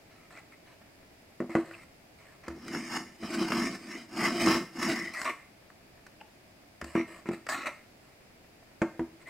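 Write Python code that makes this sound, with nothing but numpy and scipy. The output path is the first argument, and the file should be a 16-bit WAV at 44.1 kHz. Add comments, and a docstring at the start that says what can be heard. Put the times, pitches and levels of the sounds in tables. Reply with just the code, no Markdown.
"""At a table in a quiet room, two hands show a model house of slotted, printed board.
Set down, it rocks: the panels clack, the hollow tabletop thuds. Dragged round, its base slips
and judders, so the board rasps and the tabletop drums. Fingertips rub, stutter and squeak on
the walls; the joints tick. Stereo, with a short room tail, low rumble and microphone hiss."""
import sys
import numpy as np
from scipy import signal
from scipy.io import wavfile
from scipy.ndimage import uniform_filter1d

SR = 44100
rng = np.random.default_rng(int(sys.argv[2]) if len(sys.argv) > 2 else 0)


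def log_audio(samples):
    """Write samples as a 16-bit WAV file to the path given in sys.argv[1]."""
    # one column per channel
    frames = np.atleast_2d(samples).T
    # limit to full scale, then quantise
    limited = np.clip(frames, -1, 1)
    pcm = np.round(limited * 32767).astype(np.int16)
    wavfile.write(sys.argv[1], SR, pcm)


N = 409688
TIME_S = np.arange(N) / SR

# base lands on one edge: t/s, clack/dB, thud/dB, panel f/Hz, rocking gap/s
LANDINGS = [(1.403, -27, -27, 607, 0.02), (1.494, -38, -38, 623, .009), (1.552, -15.5, -20, 1130, 0.018),
            (2.48, -33, -35.5, 660, .024), (3.228, -37, -40, 1590, .012), (4.472, -23, -24.5, 1310, .012),
            (4.551, -24, -37, 1720, .012), (6.824, -34.5, -42, 2040, .021),
            (6.953, -25.5, -20.5, 1100, .024), (7.257, -38, -41, 2000, .015),
            (7.289, -28.5, -23.5, 640, 0.023), (8.817, -19, -26, 620, .009),
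            (8.994, -26.5, -27.5, 687, .012)]
# one curve per push of the base: t/s, effort/dB, weight on the table/dB
PUSHES = [
    [(2.55, -68, 24), (2.608, -59, 6), (2.762, -39.5, 6), (2.822, -48, 6.5), (2.894, -43.5, -4),
     (2.968, -32, -7), (2.982, -42.5, 3.5), (3.12, -68, 6), (3.16, -61, 2)],
    [(3.19, -62, -1), (3.236, -45.5, 13.5), (3.284, -45.5, 2.5), (3.33, -39.5, 3.5), (3.418, -36.5, 11),
     (3.472, -41.5, 7), (3.484, -37, -2), (3.494, -42, 0), (3.51, -33.5, 2)],
    [(3.53, -35.5, 5), (3.628, -34.5, 5), (3.754, -45.5, 2.5), (3.788, -58, 3.5), (3.912, -46.5, 3.5),
     (3.934, -44, -9), (3.944, -45.5, 5), (4.044, -56, -1), (4.07, -74, 15)],
    [(4.09, -61.5, 2), (4.178, -38, 4.5), (4.26, -29, -3), (4.338, -42, 10), (4.4, -33, -1),
     (4.478, -27, 5.5), (4.55, -28.5, -1), (4.64, -56, 17.5), (4.71, -77, 4)],
    [(4.73, -61, -18), (4.76, -48.5, 8), (4.832, -32, -3), (4.922, -34, 7.5), (4.944, -43, 6.5),
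     (4.964, -34.5, -5), (5.018, -46.5, 4), (5.024, -42, 2), (5.13, -55.5, -3)],
]
# fingertip on a wall: t/s, length/s, level/dB, relative skin hiss/dB
SLIDES = [(0.1, 0.16, -61, -15), (0.299, 0.097, -52, -10), (0.518, 0.0081, -47, -12),
          (0.654, 0.08, -58, -13), (1.497, 0.11, -46.5, -10.5), (1.644, 0.19, -54, -7.5),
          (2.173, 0.18, -58.5, -10.5), (2.431, 0.087, -51.5, -18), (5.13, 0.11, -40.5, -5),
          (5.247, 0.058, -32, -15.5), (6.84, 0.13, -52, -6.5), (6.946, 0.067, -37.5, -21),
          (7.065, 0.13, -50, -8.5), (7.26, 0.023, -45, -13), (7.311, 0.036, -44, -9),
          (7.484, 0.026, -34, -2.5), (7.515, 0.034, -36, -8.5), (7.535, 0.11, -39.5, -18),
          (7.654, 0.027, -31, -13.5), (8.015, 0.12, -66, -6), (9.199, 0.024, -56, -8),
          (9.267, 0.04, -47, -8.5)]
# joint and fingernail snaps: t/s, level/dB, relative treble/dB
SNAPS = [(0.305, -47.5, -15), (0.373, -41.5, -15), (1.71, -39, -30), (2.481, -32.5, -11), (2.68, -37, -6.5),
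         (2.747, -29.5, -16), (3.519, -20, -18), (4.46, -27, -1.5), (5.215, -26, -7.5), (5.245, -37, -1),
         (5.701, -44.5, -22), (6.065, -43.5, -9), (6.212, -46.5, -13), (6.813, -30.5, -13),
         (6.842, -38.5, -6), (7.287, -36, -13), (7.466, -34.5, -10), (7.488, -29, -9), (7.52, -37, -11),
         (8.817, -28.5, -24)]
# fingertip or edge catches on a panel: t/s, length/s, f/Hz, level/dB
CATCHES = [(0.362, 0.038, 2170, -52), (1.731, 0.028, 2540, -49.5), (3.903, 0.076, 2080, -46.5),
           (4.173, 0.13, 2045, -34.5), (4.804, 0.34, 2006, -40.5), (5.144, 0.073, 1950, -38),
           (5.241, 0.065, 1146, -36), (6.202, 0.016, 2730, -53), (6.21, 0.013, 764, -45.5),
           (7.483, 0.062, 1740, -38.5), (7.64, 0.057, 608, -43), (9.253, 0.056, 2020, -50)]
# weight settles on the table frame: t/s, level/dB
SETTLINGS = [(2.481, -42), (6.82, -41), (8.995, -47)]
# tabletop modes: f/Hz, level/dB, t60/s
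TABLETOP_MODES = [(90, -24, .04), (165, -16, .06), (205, -12, .07), (244, -8, .19), (285, -14, .11),
                  (333, 0, .17), (385, -17, .05), (495, -20, .07), (665, -15, .07)]
# source spectra: f/Hz, level/dB
CLACK_SPECTRUM = [(50, -5), (100, -1), (300, 8.5), (650, 0), (830, -6), (1050, 0.5), (1400, -6),
                  (2000, -5.5), (2900, -19.5), (3800, -31.5), (7500, -28.5), (11000, -43), (16000, -55)]  # struck board
SHUDDER_SPECTRUM = [(40, -24), (110, -30.5), (165, -7.5), (235, 4.5), (300, -3), (350, -2.5), (430, -40),
                    (900, -47), (3000, -99)]  # whole house shaking
RASP_SPECTRUM = [(250, -25), (450, -19), (660, 8), (850, 1), (1130, 3.5), (1400, 1), (1750, 6), (2020, 6.5),
                 (2450, 0.5), (3100, -6), (4200, -16.5), (8000, -20), (15000, -40)]  # dragged board
EDGE_SPECTRUM = [(2000, -36.5), (3000, -28), (4200, -7), (5000, 3.5), (6000, -7), (7700, -6), (8700, -10),
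                 (9600, -15.5), (11300, -16.5), (13000, -28), (14500, -26), (16000, -27)]  # dragged edges
WALL_SPECTRUM = [(100, -35), (300, -4.5), (450, -18), (600, -3.5), (850, -13.5), (1110, 1.5), (1400, -4),
                 (1800, 1), (2100, 1), (2600, -8), (3200, -17.5), (6000, -16.5), (14000, -70.5)]  # rubbed wall
HISS_SPECTRUM = [(2000, -7), (3400, -11), (4700, 13.5), (6200, 6), (8200, 6), (10000, -4), (13000, -6.5),
                 (14500, -9), (16000, -18)]  # skin hiss, snap treble
SNAP_SPECTRUM = [(100, 7), (400, -9.5), (620, 7), (850, -4), (1150, 3.5), (1900, 4.5), (2500, -6),
                 (3300, -13.5), (6000, -46), (14000, -99)]  # joint giving way
FLOOR_SPECTRUM = [(20, -2.5), (90, 7), (300, 6), (500, 0.5), (650, 4), (1000, -6.5), (1400, -8), (1750, -6),
                  (2350, -5), (3200, -12.5), (4200, -13.5), (4950, -10.5), (5700, -16.5), (16000, -22)]  # room rumble, microphone hiss
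# stereo side filters: f/Hz, gain/dB
HOUSE_SIDE = [(100, -29), (300, -60), (700, -15.5), (1500, -17), (2800, -11), (5500, -7), (12000, -5)]
FLOOR_SIDE = [(40, -19), (150, -12), (400, -4.5), (1300, 0), (5000, 1)]
# room tail: f/Hz, t60/s, level before the cap/dB
ROOM_BANDS = [(100, 0.98, -22.5), (720, 0.33, -8), (2120, 0.49, -10), (5070, 0.39, -6.5), (14000, 0.59, -5)]


def knocks(clack_db=-3.5, thud_db=0.5, panel_db=4, shudder_db=-12, settle_s=0.036, damping_db_per_s=250):
    """Each contact rattles the board, thuds the tabletop and shakes the house."""
    out = np.zeros(N)
    for start_s, board_db, table_db, panel_hz in rocking():
        rattle = flutter(t60_s=0.014) + 1.2 * flutter(t60_s=0.08)
        rattle *= np.minimum(TIME_S[:len(rattle)] / 0.0008, 1)
        clack = colour(rattle, CLACK_SPECTRUM)
        panel = signal.lfilter(*signal.iirpeak(panel_hz, Q=2.3, fs=SR), clack)  # first to touch
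        add(out, start_s, amp(board_db + clack_db) * unit_peak(clack + amp(panel_db) * panel))
        thud = tabletop(spread_db=0.5)
        damping_db = damping_db_per_s * np.maximum(TIME_S[:len(thud)] - settle_s, 0)  # base lies flat
        add(out, start_s, amp(table_db + thud_db - damping_db) * thud)
        blow = flutter(t60_s=0.025)
        blow[0] += 1  # sharp contact
        shudder = highpass(colour(blow, SHUDDER_SPECTRUM), cutoff_hz=80)
        add(out, start_s, amp(table_db + thud_db + shudder_db) * unit_peak(shudder))
    return out


def rocking(rocks=2, clack_step_db=-16.5, thud_step_db=-4):
    """Landings and their weaker, duller rebounds: t/s, clack/dB, thud/dB, panel f/Hz."""
    return [(start_s + k * gap_s, board_db + k * clack_step_db, table_db + k * thud_step_db, panel_hz)
            for start_s, board_db, table_db, panel_hz, gap_s in LANDINGS for k in range(rocks + 1)]


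def tabletop(spread_db=0):
    """Hollow impulse response; the spot struck weights the modes, and little bass radiates."""
    t_s = TIME_S[:SR // 3]
    spot_db = spread_db * rng.standard_normal(len(TABLETOP_MODES))
    modes = sum(amp(level_db + offset_db - 60 * t_s / t60_s) * np.sin(2 * np.pi * f_hz * t_s)
                for (f_hz, level_db, t60_s), offset_db in zip(TABLETOP_MODES, spot_db))
    return unit_peak(highpass(modes, cutoff_hz=166))


def drags(rasp_db=-1, hiss_db=-6):
    """Fine slips of the base rasp in the board and hiss along its edges."""
    grain = slips(rate_hz=7000, spread_db=3.2, clump_db=2.2, clump_hz=140)
    vibration = moving_contact(grain, t60_s=0.016, change_hz=12)
    rasp = amp(rasp_db) * push_gain(effort_slope=0.99) * steady(colour(vibration, RASP_SPECTRUM))
    hiss = amp(hiss_db) * push_gain(effort_slope=0.91) * steady(colour(vibration, EDGE_SPECTRUM))
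    return rasp + hiss


def drumming(shudder_db=-1):
    """Coarse slips of the base drum the tabletop and shake the house."""
    on_table, on_house = (slips(rate_hz=500, spread_db=3, clump_db=3, clump_hz=60) for _ in range(2))
    drum = unit_rms(ring(on_table, tabletop()))
    shudder = amp(shudder_db) * unit_rms(colour(on_house, SHUDDER_SPECTRUM))
    return push_gain(effort_slope=0.94, weight_slope=0.84) * steady(drum + shudder, size=1800)


def push_gain(effort_slope, weight_slope=0, ordinary_db=-40.5, fade_s=0.013):
    """Gain from effort and weight on the base; zero between pushes."""
    gain = np.zeros(N)
    for push in PUSHES:
        knots_s, effort_db, weight_db = np.transpose(push)
        t_s = np.arange(knots_s[0] - fade_s, knots_s[-1] + fade_s, 1 / SR)
        fade = np.clip(np.minimum(t_s - t_s[0], t_s[-1] - t_s) / fade_s, 0, 1)
        level_db = ordinary_db + effort_slope * (effort_db - ordinary_db) + weight_slope * weight_db
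        add(gain, t_s[0], fade * amp(np.interp(t_s, knots_s, level_db)))
    return gain


def rubs(trim_db=-2, attack_s=0.0083, release_s=0.014):
    """Skin sticks and slips: the wall rings, the skin hisses."""
    grain = slips(rate_hz=1500, spread_db=3, clump_db=1.5, clump_hz=135.3)
    stutter = moving_contact(grain, t60_s=0.021, change_hz=8)
    wall_gain, skin_gain = np.zeros((2, N))
    t_s = TIME_S[:SR // 2]
    for start_s, length_s, level_db, hiss_db in SLIDES:
        stroke = np.minimum(t_s / attack_s, 1) * np.exp(-np.maximum(t_s - length_s, 0) / release_s)
        add(wall_gain, start_s, amp(level_db) * stroke)
        add(skin_gain, start_s, amp(level_db + hiss_db) * stroke)
    wall = wall_gain * steady(colour(stutter, WALL_SPECTRUM))
    skin = skin_gain * steady(colour(stutter, HISS_SPECTRUM))
    return amp(trim_db) * (wall + skin)


def ticks(body_db=-2, treble_db=-3, rise_s=0.0019):
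    """A joint gives way with a light snap; thin board radiates little bass."""
    out = np.zeros(N)
    for start_s, level_db, bright_db in SNAPS:
        snap = flutter(t60_s=0.023)
        snap *= np.minimum(TIME_S[:len(snap)] / rise_s, 1)
        add(out, start_s, amp(level_db + body_db) * unit_peak(colour(snap, SNAP_SPECTRUM)))
        add(out, start_s, amp(level_db + bright_db + treble_db) * unit_peak(colour(snap, HISS_SPECTRUM)))
    return highpass(out, cutoff_hz=260)


def squeaks():
    """Uneven slips feed one panel resonance: a dry, fuzzy chirp."""
    out = np.zeros(N)
    for start_s, length_s, f_hz, level_db in CATCHES:
        panel = signal.iirpeak(f_hz, Q=8, fs=SR)
        friction = rng.standard_normal(SR // 2)
        chirp = signal.lfilter(*panel, signal.lfilter(*panel, friction))[-round(length_s * SR):]
        add(out, start_s, amp(level_db) * unit_rms(chirp) * signal.windows.tukey(len(chirp), 0.5))
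    return out


def thumps(f_hz=72.5, rise_s=0.008, t60_s=0.34):
    """The table frame sways under the settling weight."""
    out, t_s = np.zeros(N), TIME_S[:SR // 2]
    sway = np.minimum(t_s / rise_s, 1) * amp(-60 * t_s / t60_s) * np.sin(2 * np.pi * f_hz * t_s)
    for start_s, level_db in SETTLINGS:
        add(out, start_s, amp(level_db) * sway)
    return out


def grip(level_db=-59):
    """The walls creak faintly as the fingers shift at random."""
    creak = unit_peak(colour(flutter(t60_s=0.054), SNAP_SPECTRUM))
    shifts = slips(rate_hz=5, spread_db=1.5, clump_db=0, clump_hz=1)
    return amp(level_db) * ring(shifts, creak)


def room(x, predelay_s=0.008, cap_db=-8, size=256):
    """Small furnished room: a noise tail with a decay time per band."""
    band_hz, t60_s, level_db = np.transpose(ROOM_BANDS)
    noise = rng.standard_normal(SR // 2) * (TIME_S[:SR // 2] > predelay_s)
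    f_hz, t_s, bins = signal.stft(noise, SR, nperseg=size)
    bin_t60_s = log_interp(np.c_[band_hz, t60_s], f_hz)[:, None]
    wet = amp(log_interp(np.c_[band_hz, np.minimum(level_db, cap_db)], f_hz))[:, None]
    energy_norm = np.sqrt(np.log(1e6) / (bin_t60_s * SR))
    tail = bins * wet * energy_norm * amp(-60 * t_s / bin_t60_s)
    return ring(x, signal.istft(tail, SR, nperseg=size)[1])


def noise_floor(level_db=-59):
    """Steady room rumble and microphone hiss."""
    mid, side = (unit_rms(colour(rng.standard_normal(N), FLOOR_SPECTRUM)) for _ in range(2))
    return amp(level_db) * left_right(mid, colour(side, FLOOR_SIDE))


def slips(rate_hz, spread_db, clump_db, clump_hz, knots=4000):
    """Stick-slip impulses; sizes clump as the contact grips and lets go."""
    at = np.flatnonzero(rng.random(N) < rate_hz / SR)
    size, sign = rng.standard_normal((2, N), dtype=np.float32)[:, at]
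    clumps = np.interp(TIME_S[at] * clump_hz, np.arange(knots), rng.standard_normal(knots))
    train = np.zeros(N)
    train[at] = np.sign(sign) * amp(spread_db * size + clump_db * clumps)
    return train


def moving_contact(x, t60_s, change_hz, responses=3):
    """A travelling contact crossfades between panel responses."""
    knots_s = np.arange(0, TIME_S[-1] + 1, 1 / change_hz)
    shares = rng.standard_normal((2000, responses))[:len(knots_s)]
    shares /= np.linalg.norm(shares, axis=1, keepdims=True)
    return sum(ring(x * np.interp(TIME_S, knots_s, share), flutter(t60_s, size=1500))
               for share in shares.T)


def flutter(t60_s, size=6000):
    """Dense, dying waves in thin panels; energy 1."""
    waves = rng.standard_normal(size) * amp(-60 * np.arange(size) / SR / t60_s)
    return waves / np.linalg.norm(waves)


def colour(x, spectrum, size=4096):
    """Minimum-phase filter from (f/Hz, gain/dB) points."""
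    log_gain = np.log(amp(log_interp(spectrum, abs(np.fft.fftfreq(size, 1 / SR)))))
    response = np.fft.ifft(np.exp(np.conj(signal.hilbert(log_gain)))).real
    return ring(x, response[:size // 2])


def highpass(x, cutoff_hz):
    return signal.sosfilt(signal.butter(2, cutoff_hz, "highpass", fs=SR, output="sos"), x)


def ring(x, response):
    return signal.oaconvolve(x, response)[:len(x)]


def steady(x, size=2600):
    """Holds short-time rms at 1; keeps the grain."""
    power = uniform_filter1d(uniform_filter1d(x ** 2, size), size // 2)
    return x / np.sqrt(abs(power) + 1e-12)


def unit_peak(x, size=88):
    """Scales the loudest 2 ms to rms 1."""
    return x / np.sqrt(uniform_filter1d(x ** 2, size, mode="constant").max())


def unit_rms(x):
    return x / np.sqrt(np.mean(x ** 2) + 1e-20)


def amp(level_db):
    return 10 ** (np.asarray(level_db) / 20)


def log_interp(points, f_hz):
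    knots_hz, values = np.transpose(points)
    return np.interp(np.log(f_hz + 1), np.log(knots_hz + 1), values)


def add(mix, start_s, sound):
    part = mix[max(round(start_s * SR), 0):][:len(sound)]
    part += sound[:len(part)]


def left_right(mid, side):
    return np.array([mid + side, mid - side])


def scene():
    """House at centre; its contacts reach two close microphones differently."""
    ringing = knocks() + ticks() + drumming() + squeaks() + thumps() + grip()
    mid = ringing + drags() + rubs()
    side = ring(ringing, flutter(t60_s=0.041)) + drags() + rubs()
    return left_right(mid + room(mid), colour(side + room(mid), HOUSE_SIDE)) + noise_floor()


def record(dry):
    """Band limit."""
    cutoff_hz = 15900
    lowpass = signal.firwin(511, cutoff_hz, window=("kaiser", 9), fs=SR)
    return signal.oaconvolve(dry, lowpass[None], "same", axes=1)


dry = scene()
out = record(dry)
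log_audio(out)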